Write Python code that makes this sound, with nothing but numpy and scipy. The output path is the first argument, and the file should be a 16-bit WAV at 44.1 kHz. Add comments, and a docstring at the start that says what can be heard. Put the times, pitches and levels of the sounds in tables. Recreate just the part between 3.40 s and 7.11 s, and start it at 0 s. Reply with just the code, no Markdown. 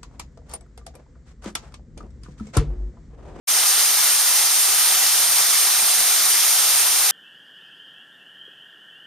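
"""In a canyon, a narrow waterfall pours down a rock chute and splashes close by.
Coloured noise makes a bright, steady rush that surges slightly; random clicks make its drops and bubble patter.
The rock hollow hums faintly as filtered noise, with a few soft low bumps and one light knock.
Two ports hear it, partly alike; a low cut, a narrow treble notch and a top limit shape the whole."""
import sys
import numpy as np
from scipy import signal
from scipy.fft import rfft, irfft
from scipy.io import wavfile
from scipy.ndimage import uniform_filter1d

SR = 44100
rng = np.random.default_rng(int(sys.argv[2]) if len(sys.argv) > 2 else 0)


def waveform_to_disk(signal):
    """Save audio, clipped to [-1, 1], as 16-bit WAV at the path in sys.argv[1]."""
    frames = np.transpose(np.atleast_2d(signal))
    scaled = np.clip(frames, -1, 1) * 32767
    samples = np.round(scaled).astype(np.int16)
    wavfile.write(sys.argv[1], SR, samples)


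N = 163611

# Tone of the falling water. Each row: frequency in Hz, relative density in dB per Hz.
WATER_SPECTRUM = [(20, -28), (65, -49), (100, -35), (150, -32.5), (240, -29), (280, -20.5), (420, -14.5),
                  (590, -12.5), (710, -6), (930, -6), (1060, -8.5), (1180, -3.5), (1350, -3.5),
                  (1550, -6.5), (2000, -3.5), (2500, -4.5), (3200, -2.5), (4800, 0.5), (6000, 3),
                  (6700, 0.84), (7500, 0.2), (8600, 6.5), (9800, 2.5), (11300, 0.5), (13300, 1.2),
                  (14300, -1), (15000, -7)]
# Surges of the spray. Each row: time in seconds, level change in dB.
SPRAY_SURGES = [(0.09, -0.3), (0.31, 0.3), (0.35, -0.5), (0.42, 1), (0.55, -1.2), (0.68, 0.5), (0.82, -0.5),
                (0.99, 0.3), (1.08, -0.4), (1.49, 0.17), (1.87, -0.6), (1.99, 1.0), (2.04, 0.2),
                (2.28, -0.1), (2.75, -0.3), (3.36, 0.7), (3.51, -0.4), (3.7, 0.1)]
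# Hum of the rock hollow. Each row: pitch in Hz, half-width in Hz, level in dB with the waver included,
# before the ports.
HOLLOW_HUMS = [(191, 23.6, -63), (380.3, 11, -60)]
# Soft low bumps. Each row: centre in seconds, length in seconds, pitch in Hz, level in dB.
LOW_BUMPS = [(0.262, .04, 65, -65), (2.016, .026, 128, -48), (2.43, .04, 210, -50),
             (2.595, 0.097, 186, -50)]
# Likeness of the two ports. Each row: frequency in Hz, likeness from 0 to 1.
PORT_LIKENESS = [(60, 0.75), (130, .8), (280, .94), (550, 0.99), (900, .9), (1550, .88), (2250, .97),
                 (3000, .92), (4200, .54), (7000, .48), (9000, .35), (14000, .39)]
# Lead of the left port. Each row: frequency in Hz, phase in radians.
LEFT_LEAD = [(50, -0.5), (1400, -0.24), (2800, -1), (4400, 0.75), (6800, 0.66), (8300, 1.48), (9500, 1.65),
             (11200, 1.9), (13500, 3)]
# Left port minus right. Each row: frequency in Hz, difference in dB.
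PORT_BALANCE = [(100, -1.5), (400, 0.9), (2600, 0), (6100, 1), (6900, -0.5), (8600, -2.5), (10500, 0),
                (12900, -1.5), (14700, 4.5)]

RUSH_DB = -16
SURGE_DB, SPLASH_DB, PATCH_DB, FLICKER_DB = 0.11, 0.23, 0.74, 0.5  # rms swings, slow to quick
DROPS_PER_S, DROP_SPREAD_DB, DROP_DB = 4000, 2.8, -24.5
BUBBLES_PER_S, BUBBLE_SPREAD_DB, BUBBLE_DB = 450, 3.5, -35
BUBBLE_CYCLES = 18  # cycles in one decay time
KNOCK_S, KNOCK_DECAY_S, KNOCK_DB = 2.008, 0.012, -27
KNOCK_HZ, KNOCK_WIDTH_HZ = 1120, 220
LOW_CUT_HZ, TOP_LIMIT_HZ = 60, 15120
NOTCH_HZ, NOTCH_WIDTH_HZ, NOTCH_SHOULDER_HZ = 7876, 190, 213
OPEN_S, FADE_IN_S = 0.072, 0.015


def amp(db):
    """Turns decibels into gain."""
    return 10 ** (np.asarray(db) / 20)


def unit(x):
    """Scales to rms 1."""
    return x / np.sqrt(np.mean(x ** 2) + 1e-20)


def read(points, hz):
    """Reads a table on a log-frequency axis."""
    f, value = np.transpose(points)
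    return np.interp(np.log(hz + 1), np.log(np.sort(f) + 1), value)


def drift(shape, time_size, band_size):
    """Smooths noise over frames and bands into a random field of rms 1."""
    field = rng.standard_normal(shape)
    for _ in range(2):
        field = uniform_filter1d(field, time_size, axis=0, mode="wrap")
        field = uniform_filter1d(field, band_size, axis=1, mode="wrap")
    return unit(field - field.mean())


def colour(x):
    """Gives a signal the spectrum of the falling water."""
    hz = np.fft.rfftfreq(N, 1 / SR)
    return unit(irfft(rfft(x) * amp(read(WATER_SPECTRUM, hz)), N))


def rush():
    """Countless impacts merge into noise; clumps of water lift wide bands for a moment."""
    bands = signal.stft(rng.standard_normal((2, N)), nperseg=256, noverlap=192)[2]
    shape = bands.shape[:0:-1]  # frames, bands
    level_db = (SURGE_DB * drift((shape[0], 1), time_size=60, band_size=1)
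                + SPLASH_DB * drift(shape, time_size=42, band_size=36)
                + PATCH_DB * drift(shape, time_size=28, band_size=5)
                + FLICKER_DB * drift(shape, time_size=8, band_size=40))
    sound = signal.istft(bands * amp(level_db.T), nperseg=256, noverlap=192)[1][:, :N]
    return amp(RUSH_DB) * colour(sound)


def impacts(per_s, spread_db):
    """Scatters clicks at random times and signs, mostly small, a few large."""
    size = amp(spread_db * np.minimum(rng.exponential(1, N), 3.5))
    sign = rng.choice([-1, 1], N)
    return size * sign * (rng.random(N) < per_s / SR)


def drops():
    """Near drops slap the wet rock as separate clicks with the colour of the water."""
    clicks = np.array([impacts(DROPS_PER_S, DROP_SPREAD_DB) for _ in range(2)])
    return amp(DROP_DB) * colour(clicks)


def bubbles(low_hz=740, high_hz=6000, rise=0.02, count=30):
    """Small bubbles ring briefly in the pool, rising a little in pitch."""
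    patter = np.zeros(N)
    for hz in np.geomspace(low_hz, high_hz, count):
        age = np.arange(0, 6, hz / BUBBLE_CYCLES / SR)  # in decay times
        envelope = (1 - np.exp(-10 * age)) * np.exp(-age)
        ring = envelope * np.sin(2 * np.pi * BUBBLE_CYCLES * (age + rise * age ** 2 / 2))
        clicks = impacts(BUBBLES_PER_S / count, BUBBLE_SPREAD_DB)
        patter += (hz / low_hz) ** 0.7 * signal.oaconvolve(clicks, ring)[:N]
    # half a length apart, the same patter serves as a second signal
    return amp(BUBBLE_DB) * unit(np.array([patter, np.roll(patter, N // 2)]))


def knock():
    """A light knock, a short burst of band noise, sounds in opposite phase at the two ports."""
    age = np.arange(N) / SR - KNOCK_S
    band = np.exp(-((np.fft.rfftfreq(N, 1 / SR) - KNOCK_HZ) / KNOCK_WIDTH_HZ) ** 2)
    ring = unit(irfft(rfft(rng.standard_normal(N)) * band, N))
    envelope = np.clip(age / 0.002, 0, 1) * np.exp(-abs(age) / KNOCK_DECAY_S)
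    sound = amp(KNOCK_DB) * ring * envelope
    return np.array([sound, -sound])


def hollow(waver_db=1.8):
    """The roar excites narrow low resonances between the rock walls; they come and go."""
    f = np.fft.rfftfreq(N, 1 / SR)
    out = np.zeros((2, N))
    for hz, width, db in HOLLOW_HUMS:
        resonance = 1 / (1 + ((f - hz) / width) ** 4)
        hum = irfft(rfft(rng.standard_normal((2, N))) * resonance, N)
        waver = amp(waver_db * drift((N, 1), time_size=4000, band_size=1).T)
        out += amp(db) * unit(hum * waver)
    return out


def bumps():
    """Faint, rounded low thuds under the roar: sines in bell-shaped envelopes."""
    t = np.arange(N) / SR
    out = np.zeros(N)
    for centre, length, hz, db in LOW_BUMPS:
        bell = np.exp(-2 * np.pi * ((t - centre) / length) ** 2)
        tone = np.sqrt(2) * np.sin(2 * np.pi * (hz * t + rng.random()))
        out += amp(db) * bell * tone
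    return out


def ports(pair):
    """Blends two unrelated signals into the partly alike, phase-shifted sound at the two ports."""
    hz = np.fft.rfftfreq(N, 1 / SR)
    a, b = rfft(pair)
    same = np.clip(read(PORT_LIKENESS, hz), 0, 1)
    tilt = amp(read(PORT_BALANCE, hz) / 2)
    right = (same * a + np.sqrt(1 - same ** 2) * b) * np.exp(-1j * read(LEFT_LEAD, hz))
    return irfft(np.array([a * tilt, right / tilt]), N)


def scene():
    """Mixes the water and hum at the two ports, then adds the knock and the bumps."""
    surge = amp(np.interp(np.arange(N) / SR, *np.transpose(SPRAY_SURGES)))
    water = surge * (rush() + drops()) + bubbles()
    return ports(water + hollow()) + knock() + bumps()


def record(dry):
    """Applies a low cut, a narrow treble notch, a quick fade-in from silence and the top limit."""
    hz = np.fft.rfftfreq(N, 1 / SR)
    off = abs(hz - NOTCH_HZ)
    notch = (1 - np.exp(-(off / NOTCH_WIDTH_HZ) ** 6)) * off / np.hypot(off, NOTCH_SHOULDER_HZ)
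    low_cut = hz ** 3 / np.hypot(hz ** 3, LOW_CUT_HZ ** 3)
    fade_in = np.clip((np.arange(N) / SR - OPEN_S) / FADE_IN_S, 0, 1)
    sound = irfft(rfft(dry) * notch * low_cut, N) * fade_in
    top_limit = signal.firwin(801, TOP_LIMIT_HZ, window=("kaiser", 8), fs=SR)
    return signal.oaconvolve(sound, top_limit[None], "same")


dry = scene()
out = record(dry)
waveform_to_disk(out)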